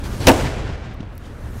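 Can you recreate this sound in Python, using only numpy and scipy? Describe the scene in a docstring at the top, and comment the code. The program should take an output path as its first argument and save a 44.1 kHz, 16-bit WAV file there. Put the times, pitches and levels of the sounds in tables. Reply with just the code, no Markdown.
"""Open, windy grassland: one rifle shot, close enough to overload the microphone.
A bright crack of shock fronts runs into the boom of the muzzle blast, and the land throws back
a rolling echo that dulls as it fades. The bullet's distant thud comes back late.
Wind buffets the microphone throughout, with some rustling and a few small ticks."""
import sys
import numpy as np
from scipy import signal
from scipy.fft import rfft, irfft
from scipy.io import wavfile
from scipy.ndimage import uniform_filter1d

SR = 44100
rng = np.random.default_rng(int(sys.argv[2]) if len(sys.argv) > 2 else 0)


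def wav_out(sig):
    """Save sig, one row per channel (or a flat mono array), as 16-bit PCM at SR to the path in sys.argv[1]."""
    wavfile.write(sys.argv[1], SR, np.round(np.clip(np.atleast_2d(sig).T, -1, 1) * 32767).astype(np.int16))


N = 70560
T = np.arange(N) / SR
SHOT_S = 0.2702
SNAP_RISE_S, ECHO_RISE_S = 0.0012, 0.028


def amp(db):
    """Decibels to gain."""
    return 10 ** (np.asarray(db) / 20)


def unit(x):
    """Scales to rms 1."""
    return x / np.sqrt(np.mean(x ** 2) + 1e-20)


def read(points, hz):
    """Reads a table on a log-frequency axis."""
    f, value = np.transpose(points)
    return np.interp(np.log(hz + 1), np.log(f + 1), value)


def fader(points):
    """Gain ride through (time [s], level [dB]) points."""
    return amp(np.interp(T, *np.transpose(points)))


def coloured(x, colour):
    """Minimum-phase EQ that keeps the power of white noise."""
    hz = abs(np.fft.fftfreq(8192, 1 / SR))
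    log_gain = np.log(unit(amp(read(colour, hz))))
    taps = np.fft.ifft(np.exp(np.conj(signal.hilbert(log_gain)))).real
    return signal.fftconvolve(x, taps[:len(taps) // 2])[:N]


def noise(colour):
    """Steady noise of rms 1 with the given spectrum."""
    gain = amp(read(colour, np.fft.rfftfreq(N, 1 / SR)))
    return unit(irfft(rfft(rng.standard_normal(N)) * gain, N))


def steadied(x, size):
    """Evens out the chance swells of a noise over `size` samples."""
    return x / np.sqrt(uniform_filter1d(x ** 2, size) + 1e-9)


def patchy(x, depth_db=2):
    """Lets narrow bands of a noise swell and sink by chance."""
    bands = signal.stft(x, nperseg=512, noverlap=384)[2]
    patches = uniform_filter1d(rng.standard_normal(bands.shape), size=5, axis=0)
    patches = unit(uniform_filter1d(patches, size=12, axis=1))
    return unit(signal.istft(bands * amp(depth_db * patches), nperseg=512, noverlap=384)[1][:N])


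def burst(start, rise, hold, decay):
    """Envelope: straight attack, hold, exponential release, all in seconds."""
    age = T - start
    return np.clip(age / rise, 0, 1) * np.exp(-np.maximum(age - rise - hold, 0) / decay)


def wind():
    """Low buffeting on the microphone, air over the plain, rustling grass or clothing, a thin hiss."""
    # fader ride of each layer (time [s], level [dB])
    buffet_ride = [(0, -27), (.09, -26.5), (.12, -23.5), (.18, -29.5), (.22, -20.5), (.37, -26.5),
                   (.46, -21), (.51, -28), (.6, -26), (.74, -26.5), (.79, -33), (.97, -32), (1.25, -35),
                   (1.41, -34), (1.45, -27), (1.51, -30.5), (1.6, -29)]
    air_ride = [(0, -44.5), (.25, -39.5), (.9, -44.5), (1.12, -50.5), (1.3, -42), (1.45, -42.5), (1.6, -45)]
    rustle_ride = [(0, -41.5), (.032, -44), (.04, -34.5), (.06, -32), (.09, -41.5), (.14, -36), (.195, -38),
                   (.207, -29), (.265, -28), (.45, -44), (.6, -72), (1.1, -75), (1.21, -56.5), (1.26, -44),
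                   (1.32, -55), (1.54, -72), (1.6, -47)]
    hiss_ride = [(0, -61), (.032, -68), (.04, -49), (.2, -50), (.33, -60), (.38, -44), (.48, -52),
                 (.56, -74), (.95, -93), (1.08, -75.5), (1.14, -65.5), (1.32, -66), (1.42, -58.5),
                 (1.52, -56.5), (1.6, -49.5)]
    # spectrum of each layer (frequency [Hz], level [dB])
    buffet_colour = [(10, -19), (30, 1.5), (60, 0), (110, -2.5), (160, -12), (260, -14), (450, -24),
                     (1000, -28), (4000, -44), (16000, -86)]
    air_colour = [(50, 8), (300, 2.5), (550, 2.5), (680, -8.5), (850, -8.5), (1100, -6), (1400, -2.5),
                  (1750, -6.5), (2300, -17), (3000, -24.5), (4000, -22.5), (8000, -29.5), (16000, -47)]
    rustle_colour = [(60, 5.5), (170, 15), (300, 11), (500, 3.5), (800, 4.5), (1500, -1.5), (3000, -3.5),
                     (6000, -7.5), (10000, -14), (13000, -20.5), (16000, -27)]
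    hiss_colour = [(100, -20), (3000, -6), (6000, 4), (9000, 2.5), (12500, 2), (16000, -6)]
    buffet = fader(buffet_ride) * steadied(noise(buffet_colour), size=1800)
    air = fader(air_ride) * patchy(noise(air_colour))
    rustle = fader(rustle_ride) * patchy(noise(rustle_colour))
    hiss = fader(hiss_ride) * patchy(noise(hiss_colour))
    return buffet + air + rustle + hiss


def ticks(decay_s=0.00066):
    """Tiny dry clicks right by the microphone."""
    # each click (time [s], level [dB])
    clicks = [(.9410, -47.5), (1.1540, -46), (1.1793, -29.5)]
    # their bright spectrum (frequency [Hz], level [dB])
    colour = [(100, -22), (3000, -21), (5500, -13), (6700, -21), (8400, -16), (10000, -15), (12400, -1.5),
              (14500, -12), (16000, -14)]
    envelope = sum(amp(db) * burst(s, decay_s / 2, 0, decay_s) for s, db in clicks)
    return coloured(envelope * rng.standard_normal(N), colour)


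def bullet_thud(slap_db=-20, slap_lead_s=0.00324):
    """The bullet lands far off: each hit is a soft pressure pulse with a short slap of noise."""
    # the thud and two small knocks after it (time [s], pulse width [s], level [dB])
    hits = [(1.007, 0.0013, -19.5), (1.031, 0.00047, -27), (1.052, 0.00037, -33)]
    # spectrum of the slap (frequency [Hz], level [dB])
    slap_colour = [(100, -3), (400, 9), (900, -3), (3200, 0), (6000, -10), (9000, -22), (12000, -44),
                   (16000, -47.5)]
    impacts = np.zeros(N)
    for s, width, db in hits:
        u = (T - s) / width
        pulse = (u ** 2 - 1) * np.exp(-u ** 2 / 2)
        envelope = burst(s - slap_lead_s, SNAP_RISE_S, hold=0, decay=0.0063)
        slap = coloured(rng.standard_normal(N) * envelope, slap_colour)
        impacts += amp(db) * (pulse + amp(slap_db) * slap)
    return impacts


def rolling_echo(roll_db=-19.5):
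    """Countless reflections off the land, duller the longer their path, with a few stronger returns."""
    # spectra of the roll at its start and of the returns (frequency [Hz], level [dB])
    roll_colour = [(20, -14), (45, 4.5), (140, 5.5), (200, -7.5), (300, -1.5), (600, -5), (1100, -14),
                   (2300, -16.5), (4000, -21.5), (8000, -21), (12000, -31), (16000, -31)]
    return_colour = [(60, -6), (150, 11), (300, -6), (700, 3.5), (1100, -3.5), (1600, 5), (2600, -2),
                     (4000, -8), (7000, -16), (16000, -52)]
    # length of the tail (frequency [Hz], time to fall 60 dB [s])
    t60 = [(40, 1.5), (300, 1.96), (1000, 2.1), (2500, 2.1), (5000, 1.45), (8000, 0.92), (12000, 0.8),
           (16000, 0.36)]
    # returns from slopes and brush (time [s], width [s], level [dB])
    returns = [(0.402, 0.0094, -27.5), (.464, 0.015, -28.5), (.60, 0.014, -39), (.67, 0.027, -40),
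               (.74, 0.016, -41), (0.853, 0.017, -42), (.92, 0.019, -46.5)]
    white = rng.standard_normal(N)
    grain_db = unit(uniform_filter1d(rng.standard_normal(N), size=90))
    reflections = coloured(unit(white * amp(grain_db)), roll_colour)
    hz, t, bands = signal.stft(reflections, SR, nperseg=512, noverlap=384)
    fading = amp(-60 * np.maximum(t - SHOT_S, 0) / read(t60, hz)[:, None])
    roll = signal.istft(bands * fading, SR, nperseg=512, noverlap=384)[1][:N]
    attack = np.clip((T - SHOT_S) / ECHO_RISE_S, 0, 1)
    swells = sum(amp(db) * np.exp(-.5 * ((T - s) / width) ** 2) for s, width, db in returns)
    return amp(roll_db) * attack * roll + swells * noise(return_colour)


def muzzle_blast(attack_s=0.0013, push_hz=84, push_db=-11.5):
    """A punch and a low push of air, then a hollow boom, its deep body and scatter off nearby ground."""
    # resonances of each layer (frequency [Hz], level [dB])
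    punch_colour = [(30, -8), (90, -2), (260, -3), (450, 3), (800, 2), (1150, -15), (1700, -0.5),
                    (2700, -9), (4000, -12), (16000, -52)]
    boom_colour = [(40, -9), (200, -15), (340, 3.5), (415, -19.5), (505, 9), (585, -8), (650, 11),
                   (790, -11), (915, 0), (1060, -18.5), (1700, -14.5), (2600, -23.5), (4000, -35.5),
                   (8000, -32.5), (16000, -46)]
    body_colour = [(40, -25), (130, -11), (195, -20), (245, 6.5), (295, 3), (345, 3.5), (400, -17),
                   (600, -33), (16000, -80)]
    scatter_colour = [(40, -16), (170, -8), (280, 9), (460, 3), (680, 3), (900, -2), (1300, -10),
                      (3000, -30), (8000, -32), (16000, -57)]

    def swell(colour, db, rise, hold, decay):
        """Resonant noise under an envelope that starts with the shot."""
        return amp(db) * burst(SHOT_S, rise, hold, decay) * steadied(noise(colour), size=400)

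    low_tone = -np.sin(2 * np.pi * push_hz * (T - SHOT_S))
    push = amp(push_db) * burst(SHOT_S, attack_s, hold=0, decay=0.022) * low_tone
    punch = swell(punch_colour, db=-8.5, rise=attack_s, hold=0.0051, decay=0.0067)
    boom = swell(boom_colour, db=-4.5, rise=0.021, hold=0.00695, decay=0.014)
    body = swell(body_colour, db=-8.5, rise=0.031, hold=0.0063, decay=0.0081)
    scatter = swell(scatter_colour, db=-14.5, rise=ECHO_RISE_S, hold=0, decay=0.074)
    return push + punch + boom + body + scatter


def crack(fizz_s=0.0027, fizz_db=-13):
    """A brief fizz leads into a volley of shock fronts, each trailing scatter from the grass."""
    # the shock fronts and their nearest reflections (time [s], level [dB], decay [s])
    fronts = [(.2700, -5.5, 0.0025), (0.274, -17, 0.0027), (0.2757, -13.5, 0.0036), (0.281, -13, 0.0016),
              (0.2822, -6.5, 0.0035), (0.287, -9, 0.0018), (0.2925, -10, 0.002), (0.302, -35.5, 0.0028),
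              (0.315, -16, 0.0023), (.3255, -23, 0.0012)]
    # spectrum of the crack (frequency [Hz], level [dB])
    colour = [(60, 8.5), (500, 3.5), (1150, -3.5), (1750, -2.5), (2250, -3.5), (2750, 4.5), (3300, -6),
              (4100, -1.5), (4800, -9.5), (5800, -4), (7200, -13.5), (12000, -12.5), (16000, -17)]
    volley = sum(amp(db) * burst(s, SNAP_RISE_S, 0, decay) for s, db, decay in fronts)
    fizz = amp(fizz_db) * burst(SHOT_S - fizz_s, fizz_s, 0, fizz_s)
    spray = steadied(rng.standard_normal(N), size=40)
    return coloured((volley + fizz) * spray, colour)


def scene():
    """The shot, its echo and far impact over the wind bed, in mono."""
    return (crack() + muzzle_blast() + rolling_echo() + bullet_thud() + ticks() + wind())[None]


def record(dry):
    """The input overloads into a soft clip; a steep low-pass trims the very top."""
    knee, cutoff_hz = 4, 15800
    clipped = dry / (1 + abs(dry) ** knee) ** (1 / knee)
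    low_pass = signal.firwin(511, cutoff_hz, window=("kaiser", 9), fs=SR)
    return signal.oaconvolve(clipped, low_pass[None], "same")


dry = scene()
out = record(dry)
wav_out(out)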